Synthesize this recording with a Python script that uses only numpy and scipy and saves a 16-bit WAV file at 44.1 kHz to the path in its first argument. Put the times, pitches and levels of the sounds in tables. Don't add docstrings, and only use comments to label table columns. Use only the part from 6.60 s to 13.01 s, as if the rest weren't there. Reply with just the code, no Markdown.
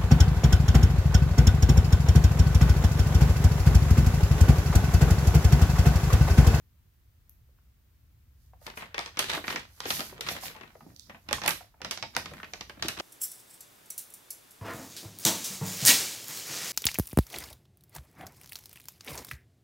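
import sys
import numpy as np
from scipy import signal
from scipy.fft import rfft, irfft, next_fast_len
from scipy.io import wavfile
from scipy.ndimage import map_coordinates

SR = 44100
rng = np.random.default_rng(int(sys.argv[2]) if len(sys.argv) > 2 else 0)


def master_out(mix):
    frames = np.transpose(np.atleast_2d(mix))
    ceiling = np.clip(frames, -1, 1)
    pcm = np.round(ceiling * 32767).astype(np.int16)
    wavfile.write(sys.argv[1], SR, pcm)


N = 282681

# (frequency [Hz], left-right correlation [-1..1])
PAPER_CORRELATION = [(200, 0.94), (500, 0.78), (1000, 0.28), (2000, -0.19), (10000, 0.096)]


def amp(db):
    return 10 ** (np.asarray(db) / 20)


def unit(x):
    return x / np.sqrt(np.mean(x ** 2) + 1e-20)


def along(points, hz):
    f, v = np.transpose(points)
    return np.interp(np.log(hz + 1), np.log(f + 1), v)


def curve(rows):
    return np.interp(np.arange(N) / SR, *np.transpose(rows))


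def wobble(rate):
    return map_coordinates(rng.standard_normal(int(N * rate / SR) + 4), [np.arange(N) * rate / SR])


def filtered(x, response):
    n = x.shape[-1]
    m = next_fast_len(n + 4096)
    return irfft(rfft(x, m) * response(np.fft.rfftfreq(m, 1 / SR)), m)[..., :n]


def spread(pair, spectrum, correlation):
    def gains(hz):
        angle = np.arccos(np.clip(along(correlation, hz), -1, 1)) / 2
        return amp(along(spectrum, hz)) * [np.cos(angle), np.sin(angle)]
    mid, side = filtered(pair, gains)
    return unit(np.array([mid + side, mid - side]))


def noise(spectrum, correlation=PAPER_CORRELATION, size=N):
    return spread(rng.standard_normal((2, size)), spectrum, correlation)


def sheet_noise(share, size):
    waves = rng.standard_normal((3, size))
    return np.sqrt(share) * waves[0] + np.sqrt(1 - share) * waves[1:]


def panned(pan_db):
    return unit(amp([[pan_db / 2], [-pan_db / 2]]))


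def add(track, s, sound):
    start = max(round(s * SR), 0)
    span = track[:, start:start + sound.shape[1]]
    span += sound[:, :span.shape[1]]


def background(level_db=-61.0, waver_db=1, rumble_hz=200):
    spectrum = [(12, -51), (20, -30), (38, -12.5), (63, -4.5), (107, -10.5), (168, -23.5), (293, -31),
                (410, -36.5), (472, -37), (718, -40), (1570, -39.5), (3160, -42.5), (9950, -48),
                (14700, -38), (16000, -43.5)]
    correlation = [(60, 0.99), (200, 0.74), (600, 0.18), (2000, 0.069), (12000, .05)]
    swell = [(0, 0.5), (1, -1), (1.6, 2), (2.2, 3.5), (4.5, -2.5), (6.41, 1.5)]
    steady = noise(spectrum, correlation)
    rumble = filtered(steady, lambda hz: 1 / (1 + (hz / rumble_hz) ** 4))
    hiss = steady - rumble
    return amp(level_db) * (hiss + rumble * amp(curve(swell) + waver_db * wobble(4)))


def tick(at_s=.6955, level_db=-36, t60=0.0035):
    spectrum = [(4500, -43), (6200, -6), (9000, -36), (11800, 8), (15000, -7)]
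    out, t = np.zeros((2, N)), np.arange(SR // 20) / SR
    add(out, at_s, amp(level_db - 60 * t / t60) * noise(spectrum, size=len(t)))
    return out


def room_tail(gap_s=0.003, build_s=0.0054):
    decay = [(150, 0.28), (600, 0.15), (2000, 0.21), (5000, 0.32), (9000, 0.28), (14000, 0.28)]
    modes = [(765, 87, 1.5), (1866, 52, 7)]
    colour = [(100, 3), (200, 0), (400, 3), (700, 4.5), (1300, 0), (2000, 1.5), (3500, 0.8), (5500, -1.5),
              (9000, -0.06), (12500, 1), (16000, 3)]
    hz, t, bins = signal.stft(rng.standard_normal((2, SR // 2)), SR, nperseg=256)
    tail = signal.istft(bins * amp(-60 * t / along(decay, hz)[:, None]), SR, nperseg=256)[1]
    tail = filtered(tail, lambda f: amp(sum(db / (1 + (2 * (f - c) / w) ** 2) for c, w, db in modes)))
    tail = spread(tail, colour, PAPER_CORRELATION)
    tail *= np.clip((np.arange(tail.shape[1]) / SR - gap_s) / build_s, 0, 1)
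    return tail / np.linalg.norm(tail[0])


def room(x, wet_db=-4.5):
    out, step = np.zeros((2, N)), SR // 4
    for start in range(0, N, step):
        add(out, start / SR, signal.fftconvolve(x[:, start:start + step], room_tail(), axes=1))
    return amp(wet_db) * out


def flexes(push_t60=0.032, rise_s=.0015, damping=0.49, upper_ratio=1.675, upper_db=-12, share=0.87):
    bends = [(.888, -74, 480), (.985, -72.5, 1110), (1.933, -57, 814), (2.014, -57.5, 664),
             (2.076, -43, 766), (2.226, -47.5, 930), (2.391, -36.5, 970), (2.772, -37.5, 350),
             (2.776, -37.5, 1300), (2.787, -45.5, 670), (2.944, -42, 335), (3.255, -39, 357),
             (3.304, -42.5, 610), (3.392, -42.5, 260), (3.405, -41, 754), (3.833, -43, 850),
             (3.954, -50, 800), (4.151, -50, 587), (4.71, -34, 670), (4.781, -41, 1020), (4.838, -38, 885),
             (4.855, -33, 810), (5.007, -48.5, 760), (5.14, -61, 750), (5.204, -52, 820), (5.25, -44, 780),
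             (5.432, -41, 694), (5.569, -36, 670), (5.716, -46.5, 547), (5.799, -45.5, 1530),
             (5.843, -46.5, 2070), (6.172, -51, 260), (6.246, -37, 340), (6.399, -37, 620)]
    out, t = np.zeros((2, N)), np.arange(SR // 8) / SR
    onset = SR // 80

    def mode(hz, centre_hz):
        loss = 2j * damping * hz * centre_hz
        return (loss / (centre_hz ** 2 - hz ** 2 + loss)) ** 3
    for s, db, pitch_hz in bends + nods():
        push = sheet_noise(share, len(t)) * amp(-60 * t / push_t60) * (1 - np.exp(-t / rise_s))
        upper_hz = pitch_hz * upper_ratio
        pop = filtered(push, lambda hz: mode(hz, pitch_hz) + amp(upper_db) * mode(hz, upper_hz))
        add(out, s, amp(db) * pop / pop[:, :onset].std())
    return out


def swishes(catch_db=2, pan_db=-4):
    strokes = [(1.843, 0.046, -74), (2.051, 0.027, -58.5), (2.181, 0.015, -50.5), (2.76, 0.032, -48.5),
               (2.9, 0.034, -45.5), (3.18, 0.063, -61), (3.295, 0.02, -42.5), (3.35, 0.039, -36),
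               (3.458, 0.04, -47.5), (3.714, 0.022, -40), (3.848, 0.024, -39.5), (4.35, 0.32, -68),
               (5.81, 0.31, -64.5)]
    spectrum = [(400, -32), (1300, -22), (3000, -6.5), (4500, 2.5), (6500, 1.5), (8500, -3.5), (12500, 3.5),
                (14500, -2), (16000, -14)]
    t = np.arange(0, N / SR, .002)
    speed = sum(amp(db) * np.exp(-.5 * ((t - s) / width) ** 2) for s, width, db in strokes)
    catching = amp(catch_db * wobble(300))
    return curve(np.c_[t, speed]) * unit(catching * noise(spectrum)) * panned(pan_db)


def snaps(usual_db=-36.5, usual_t60=0.035, rise_s=0.000067, flutter_db=-20, flutter_t60=0.042):
    # (time [s], body level [dB], crack [dB re body], sizzle [dB re body])
    buckles = [(2.066, -40.5, -1, -7.5), (2.1, -46.5, -4, -18), (2.173, -38, -11, -11.5),
               (2.221, -41, -23, -23), (2.3439, -35.5, -5.5, -23), (2.3801, -29, -11, -21),
               (2.391, -41, 7.5, -7), (2.4599, -45, 5.5, -11), (2.571, -35, -3.5, -20),
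               (2.591, -29.5, 6, 1.5), (2.695, -36, 0, -13), (2.729, -38, -9, -25), (2.74, -34.5, -13, -31),
               (2.752, -34, -19, -25), (2.841, -36.5, -18, -25), (2.88, -29.5, -7.5, -34),
               (2.904, -33, -5, -23), (2.925, -38, -14, -23), (2.959, -30.5, -5, -30),
               (3.2035, -39, 3, -7.5), (3.255, -35.5, -4, -29), (3.304, -28.5, 2, -8), (3.3932, -39, 1, -4),
               (3.405, -35.5, 1, -9), (3.6082, -37.5, 3.5, -3.5), (3.665, -40, -4, -16),
               (3.687, -30.5, -1.5, -23), (3.764, -41, -12, -19), (3.963, -49, -8, -24),
               (4.0104, -45.5, -8.5, -26), (4.033, -46, -19, -21), (4.496, -45, -13.5, -22),
               (4.546, -49.5, -21, -29), (4.6877, -37, -3, -16), (4.71, -36.5, -6, -18),
               (4.729, -24.5, 0, -7.5), (4.817, -36.5, -4, -24), (4.836, -37.5, 1, -14.5),
               (4.861, -32, 0.5, -4), (4.8779, -21.5, -5.5, -2), (4.892, -39, 1, 9.5),
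               (4.907, -37.5, 7.5, 1), (5.217, -40, -3.5, -19), (5.247, -38.5, 3, -13), (5.31, -37, 7, 0.5),
               (5.32, -41, -6, -13), (5.374, -42.5, 4, -22), (5.4255, -36, 2.5, -23), (5.55, -46, 6, -20),
               (5.5653, -26, -2.5, -8.5), (5.658, -40, 0, -21), (5.736, -46, -11, -9.5),
               (5.831, -39, -16, -42), (5.935, -38, 0, -16), (6.009, -41.5, 4, -16),
               (6.096, -42.5, -5, -14), (6.224, -33, 5, -12), (6.2835, -33, 3.5, 0), (6.376, -43, -6, -14),
               (6.398, -38, 2, -15)]
    # (low edge [Hz], high edge [Hz], ring time [x t60], coherence [0..1])
    bands = [(139, 1110, 1.62, 0.85), (932, 2755, 1.32, 0.45), (2870, 6030, 0.56, 0.13),
             (6400, 13300, 0.4, 0.12)]
    out, t = np.zeros((2, N)), np.arange(SR // 12) / SR
    onset = SR // 125
    attack = 1 - np.exp(-t / rise_s)
    filters = [signal.butter(3, [lo, hi], "band", fs=SR, output="sos") for lo, hi, *_ in bands]
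    for s, db, crack_db, sizzle_db in buckles:
        force_db = db - usual_db
        thump_db = -6.5 - 0.35 * force_db
        t60 = usual_t60 * 2 ** (0.57 * rng.standard_normal() - force_db / 62)
        snap = np.zeros((2, len(t)))
        for sos, (_, _, ring, share), band_db in zip(filters, bands, (thump_db, 0, crack_db, sizzle_db)):
            fade = amp(-60 * t / (t60 * ring)) + amp(flutter_db - 60 * t / (flutter_t60 * ring))
            burst = signal.sosfilt(sos, sheet_noise(share, len(t)) * fade * attack)
            snap += amp(band_db) * burst / burst[:, :onset].std(axis=1, keepdims=True)
        add(out, s, amp(db) * placed(snap, s))
    return out


def placed(sound, s, ahead_db=-2.5, aside_db=4, max_lag_s=.0003, shade_hz=2530):
    position = [(2.4, 1.5), (2.7, -1.5), (3.2, -2), (3.26, 1.5), (3.7, 0), (4.03, 6.5), (4.5, 0.5),
                (4.69, -5), (5.42, -2.5), (5.6, -2), (6.41, -1.5)]
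    pan_db = np.interp(s, *np.transpose(position))
    lag = max_lag_s * np.clip((pan_db - ahead_db) / aside_db, -1, 1)
    delays = np.maximum([[-lag], [lag]], 0)

    def paths(hz):
        shade = amp(np.array([[.5], [-.5]]) * pan_db * np.cbrt(hz / shade_hz))
        return shade / np.sqrt(np.mean(shade ** 2, axis=0)) * np.exp(-2j * np.pi * hz * delays)
    return filtered(sound, paths)


def effort(t, swell_db_per_s=325.5, settle_db_per_s=176.5):
    moves = [(2.08, 0.011, -60, -54), (2.21, 0.013, -59.5, -46.5), (2.4, 0.027, -64, -43),
             (2.6, 0.077, -52, -38), (2.678, 0.058, -48, -35.5), (2.89, 0.071, -47.5, -41.5),
             (3.258, 0.13, -50, -40.5), (3.5, 0.14, -54.5, -54), (3.662, 0.068, -48, -38),
             (3.858, 0.01, -50.5, -41.5), (3.99, 0.096, -61, -58.5), (4.22, 0.092, -54.5, -70.5),
             (4.5, 0.012, -55, -64), (4.72, 0.021, -42.5, -47.5), (4.868, 0.011, -43, -37),
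             (5.26, 0.0072, -48, -49), (5.43, 0.011, -51, -77), (5.58, 0.019, -48, -47.5),
             (5.68, 0.09, -51, -53.5), (5.86, 0.69, -61.5, -60.5), (6.25, 0.0067, -40.5, -39),
             (6.4, 0.011, -46, -40.5)]
    s, hold, flap_db, crinkle_db = np.transpose(moves)[..., None]
    shape_db = -swell_db_per_s * np.maximum(s - t, 0) - settle_db_per_s * np.maximum(t - s - hold, 0)
    return np.max(flap_db + shape_db, axis=0), np.max(crinkle_db + shape_db, axis=0)


def crinkle(pops_per_s=170, t60=0.023, rustle=0.4):
    spectrum = [(150, -31.5), (350, -11), (800, -5), (1300, -3), (2400, 0.5), (4000, 1), (5500, -9),
                (7500, -11), (15000, -24.5)]
    yielding = rng.random(N) < pops_per_s / SR
    pops = yielding * amp(6 * np.minimum(rng.exponential(size=N), 2.5))
    t = np.arange(SR // 20) / SR
    power = np.abs(signal.fftconvolve(pops ** 2, amp(-60 * t / t60) ** 2)[:N])
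    envelope = unit(np.sqrt(power)) + rustle
    return spread(envelope * rng.standard_normal((2, N)), spectrum, PAPER_CORRELATION)


def handling(flap_db=-2, crinkle_db=0.5, pan_db=-1, brisk_db=-52, dull_hz=1900):
    spectrum = [(25, -20), (70, -0.5), (130, 1.5), (190, 2), (280, -3), (450, -14), (700, -11.5),
                (1500, -44.5)]
    t = np.arange(0, N / SR, .002)
    flapping, crinkling = (amp(curve(np.c_[t, db])) for db in effort(t))
    flap = amp(flap_db) * flapping * noise(spectrum)
    bright = crinkle()
    dull = filtered(bright, lambda hz: 1 / (1 + (hz / dull_hz) ** 4))
    briskness = crinkling / (crinkling + amp(brisk_db))
    creases = briskness * bright + (1 - briskness) * unit(dull)
    return flap + amp(crinkle_db) * crinkling * creases * panned(pan_db)


def nods(from_s=3.47, to_s=4.3, count=9, over_flap_db=4.5, scatter_db=2, usual_hz=595):
    times = from_s + (to_s - from_s) * (np.arange(count) + rng.random(count)) / count
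    size, pitch = rng.standard_normal((count, 2)).T
    flap_db, _ = effort(times)
    return list(zip(times, flap_db + over_flap_db + scatter_db * size, usual_hz * 2 ** (.5 * pitch)))


def fingertip(grip_db=3, pan_db=-8, catch_t60=0.0072):
    drag = [(4.12, -76), (4.22, -75), (4.33, -76), (4.37, -73), (4.44, -59), (4.50, -70), (4.56, -88)]
    catches = [(4.363, -38), (4.396, -33.5)]
    spectrum = [(1500, -47), (2800, -27), (3600, -2.5), (5500, 2), (8000, -17.5), (12000, -17),
                (16000, -17)]
    t = np.arange(N) / SR
    pressure = amp(np.interp(t, *np.transpose(drag), left=-120, right=-120))
    grip = unit(amp(grip_db * wobble(120)))
    catching = sum((t >= s) * amp(db - 60 * np.abs(t - s) / catch_t60) for s, db in catches)
    return (pressure * grip + catching) * panned(pan_db) * noise(spectrum)


def scene():
    paper = snaps() + flexes() + handling() + swishes() + fingertip() + tick()
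    return paper + room(paper) + background()


def record(dry):
    return filtered(dry, lambda hz: 1 / (1 + (hz / 15950) ** 120))


dry = scene()
out = record(dry)
master_out(out)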